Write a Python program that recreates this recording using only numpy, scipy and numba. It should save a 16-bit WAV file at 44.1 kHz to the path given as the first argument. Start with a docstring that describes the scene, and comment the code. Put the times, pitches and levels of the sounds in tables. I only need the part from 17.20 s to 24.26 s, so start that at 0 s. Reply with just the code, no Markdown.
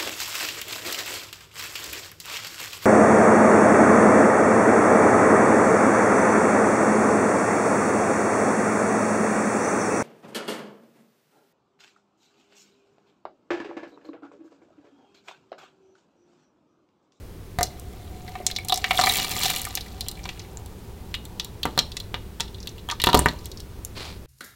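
"""Over a low room hum, two heavy drops knock on the empty bottom of a plastic measuring cup, close by on a
kitchen counter. Hot water follows from a gooseneck kettle: it spatters and sizzles, slides in quietly
with a few plops, then breaks into heavy drops. Impacts drive the cup and counter, trapped bubbles ring,
and the air column rises in pitch as the water shortens it. At the end a sleeve brushes past."""
import sys
import numpy as np
from scipy import signal
from scipy.fft import rfft, irfft, next_fast_len
from scipy.io import wavfile
from scipy.ndimage import uniform_filter1d
from numba import njit

SR = 44100
rng = np.random.default_rng(int(sys.argv[2]) if len(sys.argv) > 2 else 0)


def unload_audio(sound):
    """Save the sound as a 16-bit wav file, at the path given as the first command line argument."""
    columns = np.transpose(np.atleast_2d(sound))
    # keep every value between -1 and 1, then stretch to whole-number steps
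    steps = np.round(np.clip(columns, -1, 1) * 32767)
    wavfile.write(sys.argv[1], SR, steps.astype(np.int16))


N = 311346
T = np.arange(N) / SR

# Splash of the jet, strongest on the barely covered bottom. Each row: time in seconds, level in dB.
SPLASH_LEVELS = [(.38, -80), (.5, -60.5), (1.05, -57), (1.2, -54), (1.45, -56), (1.62, -47), (1.8, -28.5),
                 (1.97, -26), (2.1, -33.5), (2.26, -26), (2.4, -35.5), (2.49, -44), (2.9, -58.5),
                 (3.12, -53), (3.35, -62), (5.6, -67), (6.5, -66)]
# Drops that knock the cup. Each row: start in seconds, thud in dB, thump of the bottom in dB,
# bubble frequency in Hz, bubble level in dB, bubble Q, spray tick in dB. All levels are relative.
HEAVY_DROPS = [(.387, 11.5, 32.5, 4060, 7, 4.1, -3.5), (0.4098, 13, 25, 6000, -3.5, 0.8, -7),
               (4.454, 19, 18, 2000, 9.5, 1.16, -4.5), (4.577, 18, 13, 4000, 14.5, 3.1, -1.5),
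               (4.9423, 10, 22, 3040, 10, 1.9, -17), (5.2055, 5, 8, 4485, 10.5, 0.76, -10),
               (5.8392, 15.5, 30, 3040, 18.5, 1.15, 9.5), (5.8699, 24, 20, 3370, 20.5, 1.8, 1.5),
               (5.8891, 19, 19, 4130, 2, 0.99, -5), (5.944, 34.5, 36, 3250, 18, 1.2, 5.5),
               (5.992, 14, 36, 9100, 15, 2.1, 7), (6.0588, 24, 26, 1760, 28.5, 2.8, -1)]
# Drops that slap the water. Each row: start in seconds, relative slap level in dB,
# bubble frequency in Hz, relative bubble level in dB, bubble Q.
LIGHT_DROPS = [(1.0798, -11, 1770, -3.5, 2.2), (1.1539, 7, 1920, -4, 1), (1.202, -12, 455, 9.5, 1.7),
               (1.2656, -2, 6000, 16, 1.05), (1.3626, -30, 4200, 11, 1.37), (1.3013, -21, 2270, -2.5, 0.77),
               (1.386, -2.5, 2310, 10, 4.3), (1.4962, 6, 3540, 18.5, 5.6), (1.523, 16, 3680, 19, 2.2),
               (1.5747, -1, 5900, 3, 0.55), (1.6422, 5, 2220, 17, 0.94), (1.7086, 21, 2370, 20, 1.5),
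               (1.774, -18, 3610, 17, 4.7), (1.7909, 25, 5750, 5, 2), (1.8121, 16, 3850, 12, .7),
               (1.8374, 19, 3840, 18.5, 3.2), (1.8707, 20, 2000, 21.5, 2.7), (1.8941, -3, 3720, 20.5, 4),
               (2.256, 11.5, 3240, 12.5, 0.61), (2.3015, 10, 2670, 10, 1.2), (2.468, 2, 1170, 1.5, 1.1),
               (2.5733, 4, 2850, 8.5, 0.92), (3.0546, 6, 2550, -0.5, 0.69), (3.0903, 4, 2570, 7, 1.07),
               (3.9415, 0, 2800, 9.5, 1.06), (3.9505, -16, 3080, 8, 3.1), (4.1975, 0, 3800, 12.5, 1.43),
               (4.4313, -4.5, 3490, 14, 2.2), (4.5898, 10, 4200, 20.5, 1.25), (4.7684, -18, 3970, 3, 0.53),
               (5.199, 8, 3320, 10, 4.1), (5.688, 8.5, 3180, 9, 6.4), (5.6995, 6, 2430, 9.5, 0.94),
               (5.7123, 9.5, 4200, 6, 0.73), (5.721, 8.5, 1230, 7, 2.2), (5.7998, 1, 2760, 10, 1.2),
               (5.8964, 2, 3900, 9.5, 2), (5.9306, 18, 3400, 18.5, 2.5), (6.0853, -10, 3800, 10.5, 2.1)]
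# Bubbles that burst. Each row: start in seconds, tick in dB, ring frequency in Hz, ring in dB.
SURFACE_BURSTS = [(0.4303, 9, 5560, 15.5), (0.5972, -13, 8700, -26), (1.3127, -8.5, 4020, 5),
                  (1.4486, -6, 3700, -13), (1.4851, 2.5, 5030, 5.5), (1.542, 2.5, 5430, 10),
                  (1.5586, -3, 5640, 5), (1.9566, 4, 3100, 13), (2.2618, 3, 4840, 8), (2.302, 6, 3000, 2),
                  (2.3624, 2.5, 3280, 8.5), (2.417, .5, 4000, -16), (2.4519, 2, 1950, 3),
                  (2.5527, 7.5, 5870, 7), (2.6087, -14, 4280, 2), (2.8081, -1, 4280, 8),
                  (2.8845, 3, 4500, 5.5), (2.914, -8, 4220, -5), (3.1944, -32, 4870, -2.5),
                  (3.4604, -14, 3800, -13.5), (4.0528, -10.5, 3600, -9), (4.2465, -5.5, 4030, -2.5),
                  (4.7182, -16.5, 3970, -0.5), (4.801, -11, 4040, 2), (5.4725, -8, 3530, 5.5),
                  (5.8177, -1, 3950, 12), (5.861, -1, 5000, 5), (5.949, 8, 4940, 12), (5.973, 3, 4470, 9.5),
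                  (6.257, -5.5, 3920, -5), (6.316, -16, 4800, -3.5), (6.4023, -13, 5100, -5),
                  (6.649, 0.5, 7140, -11)]
# Modes of the air in the cup. Each row: multiple of its pitch, bandwidth in Hz, relative gain in dB.
AIR_COLUMN_MODES = [(0.999, 63.5, 13), (2.92, 113, 2)]
# Foam weakens those modes until the jet slows and the surface clears.
# Each row: time in seconds, relative gain in dB.
AIR_COLUMN_GAINS = [(1.74, 7), (2.3, -3), (4, -10), (4.45, -3.5)]
# Modes of the plastic cup. Each row: frequency in Hz, bandwidth in Hz, relative gain in dB.
CUP_MODES = [(1045, 20, -16), (1188, 95, -2), (1750, 450, 0), (2883.5, 11, 10.5), (3397, 155, 4),
             (3690, 140, 0), (3820, 99, -1), (4167, 97, 1.5), (4060, 67, 7), (4495, 94, 2), (5480, 110, 3),
             (5780, 96, -1.5), (6130, 190, -1), (7160, 840, 3.5), (8240, 650, -8.5)]
# Bands in which the wall's bending waves smear a click. 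Each row: centre in Hz, bandwidth in Hz.
WALL_DISPERSION = [(2300, 2500), (3700, 260), (4800, 1200), (7000, 1500), (11000, 520)]
# Modes of the counter. Each row: frequency in Hz, bandwidth in Hz, relative gain in dB.
COUNTER_MODES = [(63, 4.9, 14), (110, 65, 5), (160, 42, 10.5), (235, 35, 4), (309, 69, 10), (360, 45, -15),
                 (540, 31, -7)]
# Reflections by band. Each row: low edge in Hz, high edge in Hz, near level in dB,
# near T60 in seconds, room level in dB, room T60 in seconds.
REFLECTION_BANDS = [(39.8, 640, -4, 0.082, -6.5, 0.31), (515, 2720, -5, 0.024, -15.5, 0.15),
                    (2300, 5770, -8.5, 0.06, -16.5, 0.25), (6650, 21000, -10.5, 0.042, -20.5, 0.16)]
# Friction noise of the sleeve. Each row: frequency in Hz, relative spectral density in dB.
CLOTH_SPECTRUM = [(60, 6), (300, 2.5), (900, 3.5), (1400, -1), (2400, 1), (3000, 0.5), (4200, 4.5),
                  (6000, -7), (9000, -13), (16000, -24)]
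# Ventilation rumble and hiss. Each row: frequency in Hz, relative spectral density in dB.
ROOM_SPECTRUM = [(20, -4.5), (40, -1), (60, 1), (80, 0.5), (105, 1), (135, -9.5), (175, -5), (270, -14.5),
                 (390, -10.5), (600, -21.5), (1500, -29.5), (4000, -34.5), (8000, -38.5), (16000, -38)]

POUR_START_S, POUR_END_S = .39, 6.1
DROP_TICK_DB = -20  # a drop's tick of spray, relative to its bubble


def stream(surge_db=2.0, full_splash_db=-26):
    """Impact and air entrainment: the jet gurgles, and shatters into spray on the shallow bottom."""
    splash_db = curve(SPLASH_LEVELS)
    gurgle_db = -34 + 0.77 * (splash_db - full_splash_db)  # grows more slowly than the splash
    spray_db = -28.5 + 1.01 * (splash_db - full_splash_db)
    surges = undb(surge_db * walk(110))  # the jet arrives in beads
    patter = surges * droplet_patter(per_s=520, spread_db=4, splash=.5, splash_s=.0005)
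    large = bubble_cloud(400, 1500, cycles=2.5, spread_db=2.5, glide=.03, count=1200)
    small = bubble_cloud(1900, 5800, cycles=4, spread_db=3, glide=.01, count=2200)
    tiny = bubble_cloud(6000, 15000, cycles=3, spread_db=3.5, glide=.01, count=2500)
    drumming = unit(ring(patter, COUNTER_MODES))  # the bottom passes the patter on to the counter
    gurgle = 0.48 * unit(butter(patter, [620, 1300], "band")) + 0.32 * large + 0.58 * drumming
    splash = 0.63 * unit(butter(patter, [1900, 5200], "band")) + .5 * small
    flung = surges * droplet_patter(per_s=420, spread_db=4.3, splash=.35, splash_s=.0004)
    spray = 1.14 * unit(butter(flung, 9300, "high")) + 0.57 * tiny
    sloshing = slosh() * (undb(-67) * gurgle + undb(-68.5) * (splash + undb(-9.5) * spray))
    return undb(gurgle_db) * gurgle + undb(splash_db) * splash + undb(spray_db) * spray + sloshing


def droplet_patter(per_s, spread_db, splash, splash_s):
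    """Shot noise: random blows, most small and a few large, each trailing a splash; rms 1."""
    sizes = undb(spread_db * np.minimum(rng.exponential(size=N), 4)) * rng.choice([-1, 1], N)
    blows = sizes * (rng.random(N) < per_s / SR)
    decay_samples = splash_s * SR
    energy = signal.lfilter([1 / decay_samples], [1, -np.exp(-1 / decay_samples)], blows ** 2 + 1e-18)
    return unit(blows + splash * np.sqrt(energy) * rng.standard_normal(N))


def bubble_cloud(lo_hz, hi_hz, cycles, spread_db, glide, count):
    """Bubble resonance: each pocket of air is a damped oscillator with a short rising ping; rms 1."""
    out = np.zeros(N)
    for when, pitch, chance in rng.random((count, 3)):
        hz = lo_hz * (hi_hz / lo_hz) ** pitch
        age = np.arange(int(5 * cycles * SR / hz)) * hz / SR  # in cycles
        ping = np.exp(-age / cycles) * np.sin(2 * np.pi * age * (1 + glide * age / cycles))
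        add(out, when * N / SR, undb(-spread_db * np.log(max(chance, .02))) * ping)
    return unit(out)


def heavy_drops(mid_db=21.5, mid_cutoff_hz=1430, db_per_octave=30):
    """Contact time limits bandwidth: heavier drops land more softly, so their thud is duller."""
    thuds, pushes, plinks = np.zeros((3, N))
    for s, thud_db, thump_db, hz, bubble_db, q, tick_db in HEAVY_DROPS:
        cutoff_hz = mid_cutoff_hz * 2 ** ((mid_db - thud_db) / db_per_octave)
        blow = impact(splash=0.52, splash_s=0.014)
        add(thuds, s, undb(thud_db) * butter(blow, cutoff_hz, "low", order=4))
        add(pushes, s, undb([thump_db]))
        add(plinks, s, bubble_and_tick(hz, bubble_db, q, tick_db))
    flexing = resonate(pushes, hz=72.4, width_hz=100)  # the bottom bends and springs back
    thumps = undb(-2.5) * butter(flexing, 195, "low")
    direct = undb(-2.0) * butter(thuds, 214, "high", order=1)
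    return direct + undb(-7) * ring(thuds, COUNTER_MODES) + thumps + plinks


def slosh(t60_s=0.47):
    """Damped agitation: each heavy drop stirs the water, and this envelope decays exponentially."""
    kicks = np.zeros(N)
    for s, thud_db, *_ in HEAVY_DROPS:
        add(kicks, s, undb([thud_db]))
    return signal.lfilter([1], [1, -np.exp(-np.log(1000) / (t60_s * SR))], kicks)


def light_drops(tick_db_per_octave=4.5):
    """Impact on water: a hollow slap traps a bubble and couples only weakly to the counter."""
    blows, plinks = np.zeros((2, N))
    for s, slap_db, hz, bubble_db, q in LIGHT_DROPS:
        add(blows, s, undb(slap_db) * impact(splash=1.0, splash_s=0.0025))
        # smaller, higher bubbles fling more spray
        tick_db = bubble_db + DROP_TICK_DB + tick_db_per_octave * np.log2(hz / 3500)
        add(plinks, s, bubble_and_tick(hz, bubble_db, q, tick_db))
    slaps = undb(-3.5) * butter(blows, [640, 1350], "band")
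    return slaps + undb(-18.5) * ring(blows, COUNTER_MODES) + plinks


def impact(splash, splash_s, size=2048, rise_s=0.00096):
    """Impulsive excitation: a sharp blow, then a splash of noise that builds and decays; energy 1."""
    t = T[:size]
    noise = rng.standard_normal(size) * np.exp(-t / splash_s) * (1 - np.exp(-t / rise_s))
    push = splash * noise / np.linalg.norm(noise)
    push[0] = 1
    return push / np.linalg.norm(push)


def bubble_and_tick(hz, bubble_db, q, tick_db, rise_per_s=4):
    """Free oscillation: a struck bubble rings, rising as it nears the surface, with a tick of spray."""
    push = impact(splash=1.0, splash_s=0.0034)
    rising_hz = hz * (1 + rise_per_s * T[:len(push)])
    width_hz = hz / q
    bubble = resonate(resonate(push, rising_hz, width_hz), rising_hz, width_hz)
    tick = butter(impact(splash=1.0, splash_s=0.001, rise_s=0.00032), [6600, 14800], "band")
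    return undb(bubble_db) * bubble + undb(tick_db) * tick


def bursts(cavity_q=1.74):
    """Film rupture: a bubble snaps with a bright tick and its opened cavity rings briefly."""
    out = np.zeros(N)
    for s, tick_db, hz, ring_db in SURFACE_BURSTS:
        add(out, s, bubble_and_tick(hz, ring_db, cavity_q, tick_db))
    return out


def spatter():
    """Splash ejection: drops fly at first contact, in shallow water and when the jet breaks up."""
    first = stray_drops(start_s=0.39, end_s=0.48, level_db=-10, lo_hz=4330, hi_hz=6650, count=12)
    shallow = stray_drops(start_s=1.05, end_s=3.3, level_db=-9, lo_hz=2020, hi_hz=5300, count=60)
    breakup = stray_drops(start_s=5.2, end_s=6.4, level_db=-8, lo_hz=2900, hi_hz=6000, count=26)
    return first + shallow + breakup


def stray_drops(start_s, end_s, level_db, lo_hz, hi_hz, count, spread_db=5, q=2.4):
    """Secondary impacts: thrown drops fall back at random, each ringing a small bubble."""
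    out = np.zeros(N)
    for when, pitch, size in rng.random((count, 3)):
        s = start_s + when * (end_s - start_s)
        hz = lo_hz * (hi_hz / lo_hz) ** pitch
        db = level_db + spread_db * (2 * size - 1)
        add(out, s, bubble_and_tick(hz, db, q, db + DROP_TICK_DB))
    return out


def fizz(level_db=-66):
    """Small cavities ring high: once the bottom is wet, tiny bubbles burst now and then."""
    wet = T > POUR_START_S
    pings = bubble_cloud(4450, 17400, cycles=2.8, spread_db=12.0, glide=0.0079, count=70)
    return undb(level_db) * wet * pings


def cup(water):
    """Dispersion and resonance: the plastic wall smears each click; wall and air modes colour it."""
    for hz, width_hz in WALL_DISPERSION:
        water = water - 2 * resonate(water, hz, width_hz)  # all-pass: delays without colouring
    air_hz = air_pitch()
    air_modes = [(multiple * air_hz, width_hz, db) for multiple, width_hz, db in AIR_COLUMN_MODES]
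    air = undb(curve(AIR_COLUMN_GAINS)) * ring(water, air_modes)
    return undb(-3.5) * water + undb(-4.5) * air + undb(-5.0) * ring(water, CUP_MODES)


def air_pitch(empty_hz=710, full_hz=965):
    """Quarter-wave resonance: pitch goes as one over the air's height, which shrinks steadily."""
    return 1 / np.interp(T, [POUR_START_S, POUR_END_S], [1 / empty_hz, 1 / full_hz])


def jet_note(level_db=-58.5, flutter_db=2, width_hz=150):
    """Noise-driven resonance: the smooth jet draws a soft, rising note from the air column."""
    air_hz = air_pitch()
    note = resonate(resonate(rng.standard_normal(N), air_hz, width_hz), air_hz, width_hz)
    tilt = swell(POUR_START_S, end_s=5.03, attack_s=0.3, release_s=1)  # the kettle tips, then is raised
    return unit(note) * tilt * undb(level_db + flutter_db * walk(11))


def kitchen(x, near_delay_s=0.0029, wall_delay_s=0.018):
    """Reverberation: quick reflections off cup and counter precede a faint tail from the room."""
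    t = T[:SR // 2]
    response = np.zeros(len(t))
    for lo_hz, hi_hz, near_db, near_t60, room_db, room_t60 in REFLECTION_BANDS:
        for db, t60, delay_s in ((near_db, near_t60, near_delay_s), (room_db, room_t60, wall_delay_s)):
            tail = rng.standard_normal(len(t)) * np.exp(-np.log(1000) * t / t60) * (t > delay_s)
            response += undb(db) * butter(tail / np.linalg.norm(tail), [lo_hz, hi_hz], "band", order=3)
    return x + signal.fftconvolve(x, response)[:N]


def sleeve(level_db=-37, rough_db=2):
    """Friction noise: cloth brushes past in uneven slips as the kettle is drawn away."""
    stroke = swell(start_s=6.75, end_s=6.99, attack_s=0.026, release_s=0.17)
    return coloured(CLOTH_SPECTRUM) * stroke * undb(level_db + rough_db * walk(250))


def room_noise(noise_db=-39.5, hum_hz=60, hum_db=-48, waver_db=2.5):
    """Noise floor: broadband ventilation rumble and hiss, with a wavering appliance hum."""
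    phase = 2 * np.pi * hum_hz * T + 0.67 * walk(6.6)
    hum = np.sqrt(2) * np.sin(phase) * undb(hum_db + waver_db * walk(6.0))
    return coloured(ROOM_SPECTRUM) * undb(noise_db) + hum


def ring(x, modes):
    """Modal superposition: the summed response of modes given as frequency, bandwidth and gain."""
    return sum(undb(db) * resonate(x, hz, width_hz) for hz, width_hz, db in modes)


def resonate(x, hz, width_hz):
    """Forced response of one resonance, fixed or moving."""
    return state_variable_bandpass(x, np.minimum(hz, .45 * SR) * np.ones(len(x)), float(width_hz))


@njit
def state_variable_bandpass(x, hz, width_hz):
    """Two integrators in a loop form a damped oscillator; gain 1 at its moving centre."""
    y, band_state, low_state = np.empty(len(x)), 0., 0.
    for i in range(len(x)):
        step, damping = np.tan(np.pi * hz[i] / SR), width_hz / hz[i]
        band = (band_state + step * (x[i] + 1e-18 - low_state)) / (1 + step * (step + damping))
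        band_state = 2 * band - band_state
        low_state += 2 * step * band
        y[i] = damping * band
    return y


def butter(x, hz, kind, order=2):
    """Causal, maximally flat low-, high- or band-pass."""
    sections = signal.butter(order, np.minimum(hz, .45 * SR), kind, fs=SR, output="sos")
    return signal.sosfilt(sections, x + 1e-18)


def coloured(spectrum):
    """Spectral shaping of white noise; rms 1."""
    hz, db = np.transpose(spectrum)
    size = next_fast_len(N)
    bin_hz = np.maximum(np.fft.rfftfreq(size, 1 / SR), 1)
    gain = undb(np.interp(np.log(bin_hz), np.log(hz), db))
    return unit(irfft(rfft(rng.standard_normal(size)) * gain, size)[:N])


def walk(per_s):
    """Random modulation that glides to a new value per_s times a second; rms 1."""
    hold = int(SR / per_s)
    steps = np.repeat(rng.standard_normal(N // hold + 1), hold)[:N]
    return unit(uniform_filter1d(steps, hold))


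def swell(start_s, end_s, attack_s, release_s):
    """Trapezoidal envelope: rises, holds at 1 and falls."""
    return np.clip(np.minimum((T - start_s) / attack_s, (end_s - T) / release_s), 0, 1)


def curve(rows):
    """Linear interpolation of a time table at every sample."""
    return np.interp(T, *np.transpose(rows))


def add(out, s, sound):
    """Superpose a sound from s seconds on."""
    i = int(np.clip(s * SR, 0, N - 1))
    out[i:i + len(sound)] += sound[:N - i]


def undb(db):
    """Decibels to amplitude ratio."""
    return 10 ** (np.asarray(db) / 20)


def unit(x):
    """Normalise to rms 1."""
    return x / np.sqrt(np.mean(x ** 2))


def scene():
    """Source and filter: water sounds through cup and kitchen; sleeve and room noise add to it."""
    water = heavy_drops() + light_drops() + bursts() + spatter() + stream() + fizz()
    pour = cup(water) + jet_note()
    return (kitchen(pour) + sleeve() + room_noise())[None]


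def record(dry, cutoff_hz=15900):
    """Clipping and band limiting: peaks stop at full scale, then the highest treble is cut."""
    lowpass = signal.ellip(8, .1, 50, cutoff_hz, fs=SR, output="sos")
    return signal.sosfiltfilt(lowpass, np.clip(dry, -1, 1))


dry = scene()
out = record(dry)
unload_audio(out)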